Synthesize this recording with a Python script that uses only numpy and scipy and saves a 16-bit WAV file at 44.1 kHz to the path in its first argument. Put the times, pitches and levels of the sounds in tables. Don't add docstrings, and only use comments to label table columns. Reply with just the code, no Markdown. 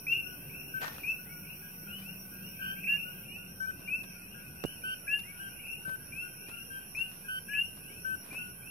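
import sys
import numpy as np
from scipy import signal
from scipy.io import wavfile
from scipy.ndimage import uniform_filter1d

SR = 44100
rng = np.random.default_rng(int(sys.argv[2]) if len(sys.argv) > 2 else 0)


def persist_wave(psi):
    counts = np.round(np.clip(psi, -1, 1) * 32767).astype(np.int16)
    wavfile.write(sys.argv[1], SR, np.atleast_2d(counts).T)


def voltage_ratio(decibels):
    exponent = np.asarray(decibels, float) / 20
    return 10 ** exponent


N = 383669

# pitch_hz, length_s, octave_db, left_right_db, droop_share
LOW_VOICES = [(1543, 0.11, -33, 8.5, 0.016), (1520, 0.11, -10, 1, -0.005), (1589, 0.097, -20.5, 5, 0.015)]
# start_hz, goal_hz, glide_s, left_right_db
HIGH_VOICES = [(2383, 2770, 0.063, 4), (2450, 2815, .028, 2), (2460, 2840, .042, 4.5)]
# start_s, level_db
LOW_CALLS = [
    [(.733, -36), (3.596, -35), (5.846, -38), (8.041, -35)],
    [(2.606, -40), (4.83, -37), (7.277, -37.5)],
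    [(2.7, -44.5), (5.39, -43), (6.697, -43.5)],
]
# start_s, level_db, length_s, peak_after_s
HIGH_CALLS = [
    [(1.034, -31.5, 0.099, 0.066), (3.876, -31.5, 0.11, 0.064), (6.121, -38.5, 0.13, 0.08),
     (8.306, -40.5, 0.13, 0.075)],
    [(.067, -26.5, .11, 0.072), (2.84, -30, 0.11, 0.066), (5.078, -27, 0.099, 0.071),
     (7.534, -27.5, 0.11, 0.072)],
    [(.129, -34.5, 0.094, 0.043), (2.967, -40, 0.13, 0.049), (5.667, -42, 0.104, 0.049),
     (6.948, -33, 0.12, 0.056)],
]
# start_hz, goal_hz, glide_s, left_right_db
HOOK_VOICE = (1560, 1712, 0.028, 9.2)
# start_s, level_db, length_s
HOOK_CALLS = [
    (2.874, -47.5, 0.11),
    (5.067, -41, 0.12),
    (7.482, -39.5, .125),
]
# start_s, length_s, pitch_hz, level_db
BUSH_LOW_CALLS = [(0.244, 0.11, 1484, -54), (0.416, 0.037, 1560, -63), (.825, .09, 1830, -50.5),
                  (1.181, 0.094, 1508, -58), (1.297, 0.084, 1460, -57.5), (1.616, 0.074, 1630, -55.5),
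                  (1.767, 0.12, 1500, -58), (1.863, 0.071, 1422, -51.5), (2.308, 0.13, 1600, -58),
                  (2.585, 0.16, 1578, -45.5), (3.043, 0.069, 1480, -51), (3.93, 0.097, 1500, -62),
                  (4.338, 0.078, 1628, -55), (4.332, 0.083, 1444, -57), (4.55, 0.11, 1523, -57.5),
                  (5.024, 0.042, 1395, -58.5), (5.323, 0.24, 1462, -62), (5.993, 0.054, 1620, -55),
                  (6.21, 0.067, 1464, -52), (6.226, 0.12, 1564, -55), (6.32, 0.14, 1492, -61),
                  (6.508, 0.083, 1408, -52), (7.238, .09, 1620, -51), (8.375, 0.14, 1469, -54.5),
                  (8.584, 0.091, 1565, -62)]
# start_s, goal_hz, glide_s, level_db, left_right_db
BUSH_HIGH_CALLS = [(.2, 2900, 0.053, -50, 8), (.496, 2734, 0.034, -47, 1), (.534, 2747, 0.044, -55, 1),
                   (.6, 2820, 0.048, -63, 3), (1.0, 2937, 0.066, -50, 0), (1.254, 2320, 0.028, -57.5, 6),
                   (1.425, 2900, 0.06, -54.5, 6), (1.443, 2690, 0.05, -54, 3),
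                   (1.874, 3086, 0.064, -45.5, 7), (2.016, 2933, 0.071, -50, 9),
                   (2.382, 2956, 0.065, -52, -1), (2.572, 2965, 0.053, -51, 8),
                   (2.607, 2850, 0.058, -54, 0), (2.76, 2727, 0.051, -47.5, -2),
                   (3.238, 2870, 0.03, -49, 5), (3.294, 2900, 0.083, -46.5, -2), (3.8, 2950, 0.062, -55, 3),
                   (4.127, 2790, 0.081, -58, 1), (4.6, 3210, 0.1, -47, 7), (4.819, 2887, .05, -49.5, 11),
                   (5.0, 2850, 0.064, -63, 8), (5.234, 2310, 0.0282, -54.5, 8),
                   (5.335, 2950, 0.037, -57, 9), (5.591, 2830, 0.062, -48.5, 6), (6.464, 3116, .12, -49, 4),
                   (6.507, 2848, 0.048, -55, 5), (7.466, 3075, 0.052, -49, 5),
                   (7.49, 2887, 0.046, -43.5, 3), (7.56, 3075, 0.051, -56, 3), (7.82, 3107, .07, -59, 4),
                   (7.893, 2880, 0.1, -56.5, 9), (8.32, 3040, 0.043, -59, 8), (8.329, 2804, .081, -53, 3),
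                   (8.62, 2856, 0.058, -49, 1)]
# note_s, delay_s, level_db,
# left_right_db
WALL_ECHOES = [(.067, 0.0091, -5.5, -1), (.129, 0.041, -11.5, 1), (.735, 0.039, -6, 5),
               (1.035, 0.029, -7, 4), (2.766, .029, -16, -3), (2.842, 0.032, 2, -7.5),
               (3.59, 0.044, -13, 0), (3.875, .025, -16, 6), (3.875, 0.062, -14.5, 2), (6.7, 0.043, -8, 2),
               (5.077, .06, -20.5, 3), (5.077, .012, -12, 3), (6.12, .03, -13, 6), (6.5, .03, 3, 6),
               (6.95, .012, -15, 8), (7.534, .015, -10, 1), (8.305, 0.035, -8, 5)]
# freq_hz, t60_s
GARDEN_T60 = [(1500, 0.42), (2500, 0.53)]
# time_s, level_db
CHORUS_LEVEL = [(0, -60.5), (.75, -51.5), (1.28, -58), (2.37, -59), (2.86, -51.5), (3.27, -55),
                (3.73, -60.5), (4.19, -55), (5.31, -59), (5.74, -48.5), (5.93, -61), (6.42, -55),
                (6.9, -59.5), (7.22, -56), (7.46, -62), (7.83, -57), (8.7, -62.5)]
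# (freq_hz, width_hz, level_db)
KATYDID_VOICES = [
    ((2, 5, -52, -1.5), [(12850, 600, 0.5), (13900, 430, -1), (13960, 650, -5), (11440, 2100, -3), (15100, 350, -13), (15600, 300, -14)]),
    ((0.5, 4, -53.5, -3.5), [(9450, 610, 0.5), (10540, 1480, 3.5), (11460, 1270, 3.5), (12960, 490, 3.5), (14600, 650, -13)]),
    ((1.4, .7, -57.5, -13), [(10270, 720, -9.5), (10540, 1100, 3.5), (10930, 450, -0.5), (13100, 840, -5.5)]),
]
# from_s, to_s
KATYDID_SPANS = [
    (-1, 3.25),
    (-1, 9),
    (4.65, 9),
]
STROKE_RATES = [134.4, 127.1, 133.4]
# time_s, level_db
CRICKET_LEVEL = [
    (0.0, -62),
    (0.14, -61),
    (6.76, -63.5),
    (8.24, -61),
    (8.7, -65),
]
# start_s, length_s, level_db, brightest_hz, left_right_db
RUB_EVENTS = [(0.804, 0.15, -29.5, 2350, 2.5), (0.85, 0.45, -49, 1400, 5), (1.977, 0.097, -48, 4100, 6),
              (2.9, 0.033, -57.5, 5860, -4), (3.783, 0.079, -46, 800, 1), (4.033, 0.017, -39.5, 2480, 3),
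              (4.638, 0.008, -33.5, 2440, -19), (5.188, 0.017, -38.5, 6500, 2.5),
              (5.875, 0.055, -38.5, 875, 4), (6.475, 0.072, -46, 2480, 10), (6.952, 0.14, -49.5, 4100, 12),
              (7.088, 0.22, -65, 2470, 33), (7.765, 0.03, -46, 1520, 12), (7.913, 0.036, -54, 900, 14),
              (8.222, 0.21, -48.5, 1820, 10.5), (8.32, 0.054, -40.5, 1620, 3.5)]
# start_s, peak_db, ring_hz, t60_s, tick_db
BUMP_KNOCKS = [
    (4.639, -24, 467, 0.015, -11.5),
    (4.644, -30.5, 167, 0.058, -40),
    (4.6497, -13, 366, 0.0072, -39.5),
    (4.657, -35.5, 386, 0.0057, 3.5),
]
# start_s, peak_db, ring_hz, t60_s, tick_db
TAP_KNOCKS = [
    (3.793, -35.5, 206, 0.032, -26),
    (5.878, -34, 187, 0.063, -24),
    (6.487, -35, 328, 0.016, -20),
    (7.904, -40.5, 400, 0.013, -10),
    (8.321, -44.5, 318, 0.12, -23),
]
# time_s, pitch_hz, level_db
ENGINE_TONES = [
    [(1.6, 170.7, -66), (1.9, 195.7, -45), (2.18, 189.4, -49), (4.6, 183.0, -57.5)],
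    [(0.0, 161, -62), (0.08, 147.5, -53.5), (2.84, 165.1, -57), (3.2, 150, -45.5)],
    [(0.0, 286.7, -60.5), (0.966, 291, -61), (1.6, 298, -72)],
    [(0.0, 394, -63), (0.128, 378.2, -59), (1.6, 389.7, -69)],
]
# freq_hz, level_db
RUMBLE_SPECTRUM = [(25, -56.5), (43, -10.5), (113, -9.5), (188, -5), (240, -13.5), (541, -21.5),
                   (1300, -37), (2860, -69)]
# time_s, level_db
RUMBLE_LEVEL = [(0.0, -54.5), (0.31, -52.5), (1.67, -56), (2.08, -53.5), (2.47, -53.5), (4.82, -55),
                (7.56, -56), (8.19, -54), (8.7, -55.5)]
# freq_hz, level_db
AIR_SPECTRUM = [(800, -0.5), (2100, -3), (3300, -14.5), (5200, -9.5), (6300, -31), (9000, -4),
                (14500, -3.5), (15800, -19.5)]
# freq_hz, likeness
LIKENESS = [(60, 0.9), (130, 1), (290, 0.85), (640, 0.34), (1400, -0.63), (3000, 0.1)]
# freq_hz, level_db
QUIET_LIMIT = [(1500, -86), (3500, -97.5), (5000, -93.5), (6500, -99), (7500, -91), (8200, -90),
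               (14800, -89.5), (15700, -96.5)]

ANIMAL_LAG, LOW_LAGS, HIGH_LAGS, HOOK_LAG = 18, (17, 19, 12), (16, 15, 18), 2
LOW_SCATTER_DB, BUSH_SCATTER_DB = -11, -6
SNAP_S, HIGH_S = .001, 0.13
NEAR_FLUTTER, HOOK_FLUTTER = .45, .15


def evened(x):
    return x / np.sqrt(np.mean(x ** 2) + 1e-20)


def read(points, hz):
    f, value = np.transpose(points)
    return np.interp(np.log(hz + 1), np.log(f + 1), value)


def curve(rows, column):
    rows = np.asarray(rows)
    return np.interp(np.arange(N) / SR, rows[:, 0], rows[:, column])


def drift(rate_hz):
    knots = rng.standard_normal(int(N / SR * 60) + 2)
    return evened(np.interp(np.arange(N) / SR * min(rate_hz, 59), np.arange(len(knots)), knots))


def add(mix, start_s, sound, pan_db, lag=0):
    for side, late, share in ((0, lag, .5), (1, 0, -.5)):
        part = mix[side, round(start_s * SR) + late:][:len(sound)]
        part += sound[:len(part)] * voltage_ratio(share * pan_db)


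def flat_note(length_s, hz, octave_db, droop=0.0097):
    t = np.arange(0, length_s + 0.0049, 1 / SR)
    pitch_hz = hz * (1 - 0.033 * np.exp(-t / 0.0085) - droop * (t / length_s) ** 2)
    turn = 2 * np.pi * np.cumsum(pitch_hz) / SR
    attack = 1 - np.exp(-(t / 0.0079) ** 3.4)
    release = np.clip((length_s + 0.008 - t) / 0.0088, 0, 1)
    shape = attack * voltage_ratio(-14 * t) * release
    overtones = np.sin(2 * turn) + voltage_ratio(-25) * np.sin(3 * turn)
    return np.sqrt(2) * shape * (np.sin(turn) + voltage_ratio(octave_db + 100 * (t - 0.03)) * overtones)


def rising_note(start_hz, goal_hz, glide_s, climb_hz_per_s=790, attack_s=SNAP_S, length_s=HIGH_S,
                swell_s=.024, peak_s=.07, flutter=1):
    t = np.arange(0, length_s, 1 / SR)
    tremble, wobble = (np.interp(t, np.arange(30) * .006, knots)
                       for knots in flutter * rng.standard_normal((2, 30)))
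    bend_hz = goal_hz - start_hz
    hz = goal_hz - bend_hz * np.exp(-t / glide_s) + climb_hz_per_s * (t - .07) + 14 * wobble
    if glide_s < .045 and attack_s == SNAP_S:
        hz -= .6 * bend_hz * np.exp(-t / .0012)
    shape = 1 - .62 + .62 * np.exp(-((t - peak_s) / swell_s) ** 2)
    tremble_gain = voltage_ratio(2.5 * tremble * (1 - shape))
    shape *= np.clip(t / attack_s, 0, 1) * np.clip((length_s - t) / 0.019, 0, 1)
    return np.sqrt(2) * shape * tremble_gain * np.sin(2 * np.pi * np.cumsum(hz) / SR)


def dipped(start_s, note):
    t = start_s + np.arange(len(note)) / SR
    return note * np.prod([np.tanh((t - at_s) / .009) for at_s in (.79, 3.667)], axis=0)


def frog_notes():
    notes = []
    for (hz, length_s, octave_db, pan_db, droop), lag, calls in zip(LOW_VOICES, LOW_LAGS, LOW_CALLS):
        for s, db in calls:
            note = dipped(s, flat_note(length_s, hz, octave_db, droop))
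            notes.append((s, db, pan_db, lag, LOW_SCATTER_DB, note))
    for (*bend, pan_db), lag, calls in zip(HIGH_VOICES, HIGH_LAGS, HIGH_CALLS):
        for s, db, length_s, peak_s in calls:
            note = rising_note(*bend, length_s=length_s, peak_s=peak_s, flutter=NEAR_FLUTTER)
            notes.append((s, db, pan_db, lag, 0, note))
    *bend, pan_db = HOOK_VOICE
    for s, db, length_s in HOOK_CALLS:
        note = rising_note(*bend, climb_hz_per_s=-500, attack_s=0.0062, length_s=length_s,
                           swell_s=0.056, flutter=HOOK_FLUTTER)
        notes.append((s, db, pan_db, HOOK_LAG, LOW_SCATTER_DB, note))
    for s, length_s, hz, db in BUSH_LOW_CALLS:
        notes.append((s, db, 9.5, ANIMAL_LAG, BUSH_SCATTER_DB, flat_note(length_s, hz, -21)))
    for s, hz, glide_s, db, pan_db in BUSH_HIGH_CALLS:
        start_hz = hz - 317.4 - 3000 * glide_s
        notes.append((s, db, pan_db, ANIMAL_LAG, 0, rising_note(start_hz, hz, glide_s)))
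    return notes


def garden(x, gap_s, stretch):
    t = np.arange(SR // 2) / SR
    hits = rng.random((2, SR // 2)) < .03
    taps = rng.standard_normal((2, SR // 2)) * hits * (t > gap_s)
    hz, s, z = signal.stft(taps, SR, nperseg=256)
    decay = voltage_ratio(-60 * s / (stretch * read(GARDEN_T60, hz)[:, None]))
    tail = signal.istft(z * decay, SR, nperseg=256)[1]
    return signal.fftconvolve(x, tail / np.linalg.norm(tail[0]), axes=1)[:, :N]


def near_frogs():
    notes = frog_notes()
    for note_s, delay_s, echo_db, echo_pan_db in WALL_ECHOES:
        s, db, _, lag, scatter_db, note = min(notes, key=lambda row: abs(row[0] - note_s))
        notes.append((s + delay_s, db + echo_db, echo_pan_db, lag, scatter_db, note))
    direct, scattered = np.zeros((2, 2, N))
    for s, db, pan_db, lag, scatter_db, note in notes:
        depth_db = 0.29 * (-31.5 - db)
        add(direct, s, voltage_ratio(db - 0.12 * depth_db) * note, pan_db, lag)
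        add(scattered, s, voltage_ratio(db + 0.97 * depth_db + scatter_db) * note, .5 * pan_db)
    leaves = voltage_ratio(-4.5) * garden(scattered, gap_s=.004, stretch=.3)
    walls = voltage_ratio(-12.5) * garden(scattered, gap_s=0.031, stretch=0.67)
    return direct + leaves + walls


def far_frogs(count=380):
    low, high = np.zeros((2, 2, N + SR))
    for when, size, loud, side, glide in rng.random((count, 5)):
        s, db, pan_db = when * (N / SR + .5), -9 * loud, 8 * side - 3
        low_note = flat_note(.1, 1420 + 200 * size, -11.5)
        high_note = rising_note(2250 + 250 * size, 2620 + 340 * size, 0.05025 + 0.0588 * glide, 899)
        add(low, s, voltage_ratio(db) * low_note, pan_db)
        add(high, s + .25, voltage_ratio(db) * high_note, pan_db)
    heard = 0
    for notes, level_db, wet_db in [(high, curve(CHORUS_LEVEL, 1), 5), (low, -61, 10)]:
        notes = notes[:, SR // 2:][:, :N]
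        wet = notes + voltage_ratio(wet_db) * garden(notes, gap_s=.003, stretch=.85)
        wet /= np.sqrt(uniform_filter1d((wet ** 2).mean(0), size=14000))
        heard = heard + voltage_ratio(level_db) * wet
    return heard


def resonate(x, hz, width_hz):
    r = np.exp(-np.pi * width_hz / SR)
    a = [1, -2 * r * np.cos(2 * np.pi * hz / SR), r * r]
    b = np.array([1, 0, -1]) * (1 - r * r) / 2
    return signal.lfilter(b, a, signal.lfilter(b, a, x))


def katydid(span_s, rate_hz, song, wing):
    share, repeated, db, pan_db = song
    t = np.arange(N) / SR
    turns = np.cumsum(rate_hz * (1 + 0.001 * drift(2) + .0016 * drift(40))) / SR
    stroke = turns % 1
    burst = np.exp(-((stroke - .5) / (share / 2)) ** 2) + 0.54
    teeth = burst * np.interp(stroke, np.linspace(0, 1, num=300), rng.standard_normal(300))
    teeth = evened(np.array([np.roll(teeth, ANIMAL_LAG), teeth]))
    repeated = np.clip(repeated, .6, .66)
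    scrape = evened(burst) * rng.standard_normal((2, N))
    drive = repeated * teeth + np.sqrt(1 - repeated ** 2) * scrape
    ring = evened(sum(voltage_ratio(mode_db) * evened(resonate(drive, hz, width_hz))
                      for hz, width_hz, mode_db in wing))
    singing = np.clip(np.minimum(t - span_s[0], span_s[1] - t) / 0.013, 0, 1)
    return voltage_ratio(db + np.array([[.5], [-.5]]) * pan_db + 0.14 * drift(16)) * singing * ring


def crickets(count=18):
    t, mix = np.arange(N) / SR, np.zeros((2, N))
    for pitch, pace, side, lag in rng.random((count, 4)):
        turn = 2 * np.pi * np.cumsum(5500 + 340 * pitch + 50 * drift(55)) / SR
        turn = (turn % (2 * np.pi)).astype(np.float32)
        beat = (2 * np.pi * (20 + 60 * pace) * t + 6 * lag).astype(np.float32)
        pan = voltage_ratio(np.array([[2 * side + 0.46], [-2 * side - .4]]))
        mix += (2.5 + np.sin(beat)) * np.sin(turn + np.float32([[0], [6 * lag]])) * pan
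    return voltage_ratio(curve(CRICKET_LEVEL, 1) + 2.5 + 2.16 * drift(18)) * evened(mix)


def rubs():
    mix = np.zeros((2, N))
    soften = signal.butter(2, 7000, fs=SR)
    for s, length_s, db, bright_hz, pan_db in RUB_EVENTS:
        t = np.arange(0, 2 * length_s, 1 / SR)
        shape = np.clip(t / (0.17 * length_s), 0, 1) * voltage_ratio(-16 * (t / length_s) ** 1.02)
        band = signal.butter(1, [0.18 * bright_hz, min(0.77 * bright_hz, 9000)], "bandpass", fs=SR)
        for side_db in (30, -30):
            grain = rng.standard_normal(len(t))
            grain *= voltage_ratio(60 * uniform_filter1d(rng.standard_normal(len(t)), size=150))
            soft = signal.lfilter(*soften, signal.lfilter(*band, grain))
            add(mix, s, voltage_ratio(db - 22.0) * shape * evened(soft), pan_db + side_db)
    return mix


def knocks():
    mix = np.zeros((2, N))
    t = np.arange(3000) / SR
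    for rows, pan_db in ((BUMP_KNOCKS, -12.5), (TAP_KNOCKS, -1)):
        for s, db, ring_hz, t60_s, tick_db in rows:
            ring = np.sin(2 * np.pi * ring_hz * t * (1 - 8 * t))
            thud = (1 - np.exp(-t / 0.00062)) * voltage_ratio(-60 * t / t60_s) * ring
            tick = voltage_ratio(tick_db) * np.exp(-t / 0.00018) * rng.standard_normal(len(t))
            add(mix, s, voltage_ratio(db) * (thud + tick), pan_db)
    return mix


def engines():
    t, mix = np.arange(N) / SR, 0
    for rows in ENGINE_TONES:
        fade = np.clip(np.minimum(t - rows[0][0] + 0.46, rows[-1][0] - t) / 0.13, 0, 1)
        turn = 2 * np.pi * np.cumsum(curve(rows, 1) + 1.38 * drift(8)) / SR
        level = voltage_ratio(curve(rows, 2) - 5.5 + 0.98 * drift(16.0))
        mix = mix + np.sqrt(2) * fade * level * np.sin(turn)
    return mix


def noise(spectrum, patchy_db):
    hz = np.fft.rfftfreq(2048, 1 / SR)
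    a, b, c, d, patches = rng.standard_normal((N // 512 + 5, 1025, 5)).T
    patches = uniform_filter1d(patches, size=9, axis=0)
    patches = evened(uniform_filter1d(patches, size=7, axis=1))
    same = np.clip(read(LIKENESS, hz), -1, 1)[:, None]
    left = a + 1j * b
    right = same * left + np.sqrt(1 - same ** 2) * (c + 1j * d)
    z = np.array([left, right]) * voltage_ratio(read(spectrum, hz)[:, None] + patchy_db * patches)
    return evened(signal.istft(z, nperseg=2048, noverlap=1536)[1][:, :N])


def background():
    rumble = voltage_ratio(curve(RUMBLE_LEVEL, 1) + 0.9) * noise(RUMBLE_SPECTRUM, patchy_db=1.5)
    return rumble + voltage_ratio(-58) * noise(AIR_SPECTRUM, patchy_db=-2.0)


def scene():
    frogs = near_frogs() + far_frogs()
    katydids = sum(katydid(span_s, rate_hz, *voice)
                   for span_s, rate_hz, voice in zip(KATYDID_SPANS, STROKE_RATES, KATYDID_VOICES))
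    return frogs + katydids + crickets() + rubs() + knocks() + engines() + background()


def masked(x, under_db, up_db, down_db, waver_db):
    window = np.sqrt(np.hanning(2048))
    hz, _, z = signal.stft(x, SR, window, nperseg=2048, noverlap=1024)
    power = (abs(z[:, :1024]) ** 2).mean(0).reshape(128, 8, -1).mean(1)
    level_db = 10 * np.log10(power + 1e-20)
    band = np.arange(128)[:, None]
    above_db = np.maximum.accumulate(level_db + up_db * band, axis=0) - up_db * band
    below_db = np.maximum.accumulate((level_db - down_db * band)[::-1], axis=0)[::-1] + down_db * band
    shadow_db = np.maximum(above_db, below_db) - under_db
    limit_db = np.maximum(shadow_db, read(QUIET_LIMIT, hz[4:1024:8])[:, None])
    kept = level_db > limit_db + waver_db * rng.standard_normal(level_db.shape)
    kept[:9] = True
    z[:, :1024] *= np.repeat(kept, 8, axis=0)
    return signal.istft(z, SR, window, nperseg=2048, noverlap=1024)[1][:, :N]


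def low_pass(x):
    return signal.sosfilt(signal.butter(12, 15730, fs=SR, output="sos"), x)


def record(dry):
    heard = signal.lfilter(*signal.butter(3, 50, "highpass", fs=SR), dry)
    mix = masked(heard, under_db=22.0, up_db=3.0, down_db=7.5, waver_db=2.5) - .0006
    return low_pass(mix)


dry = scene()
out = record(dry)
persist_wave(out)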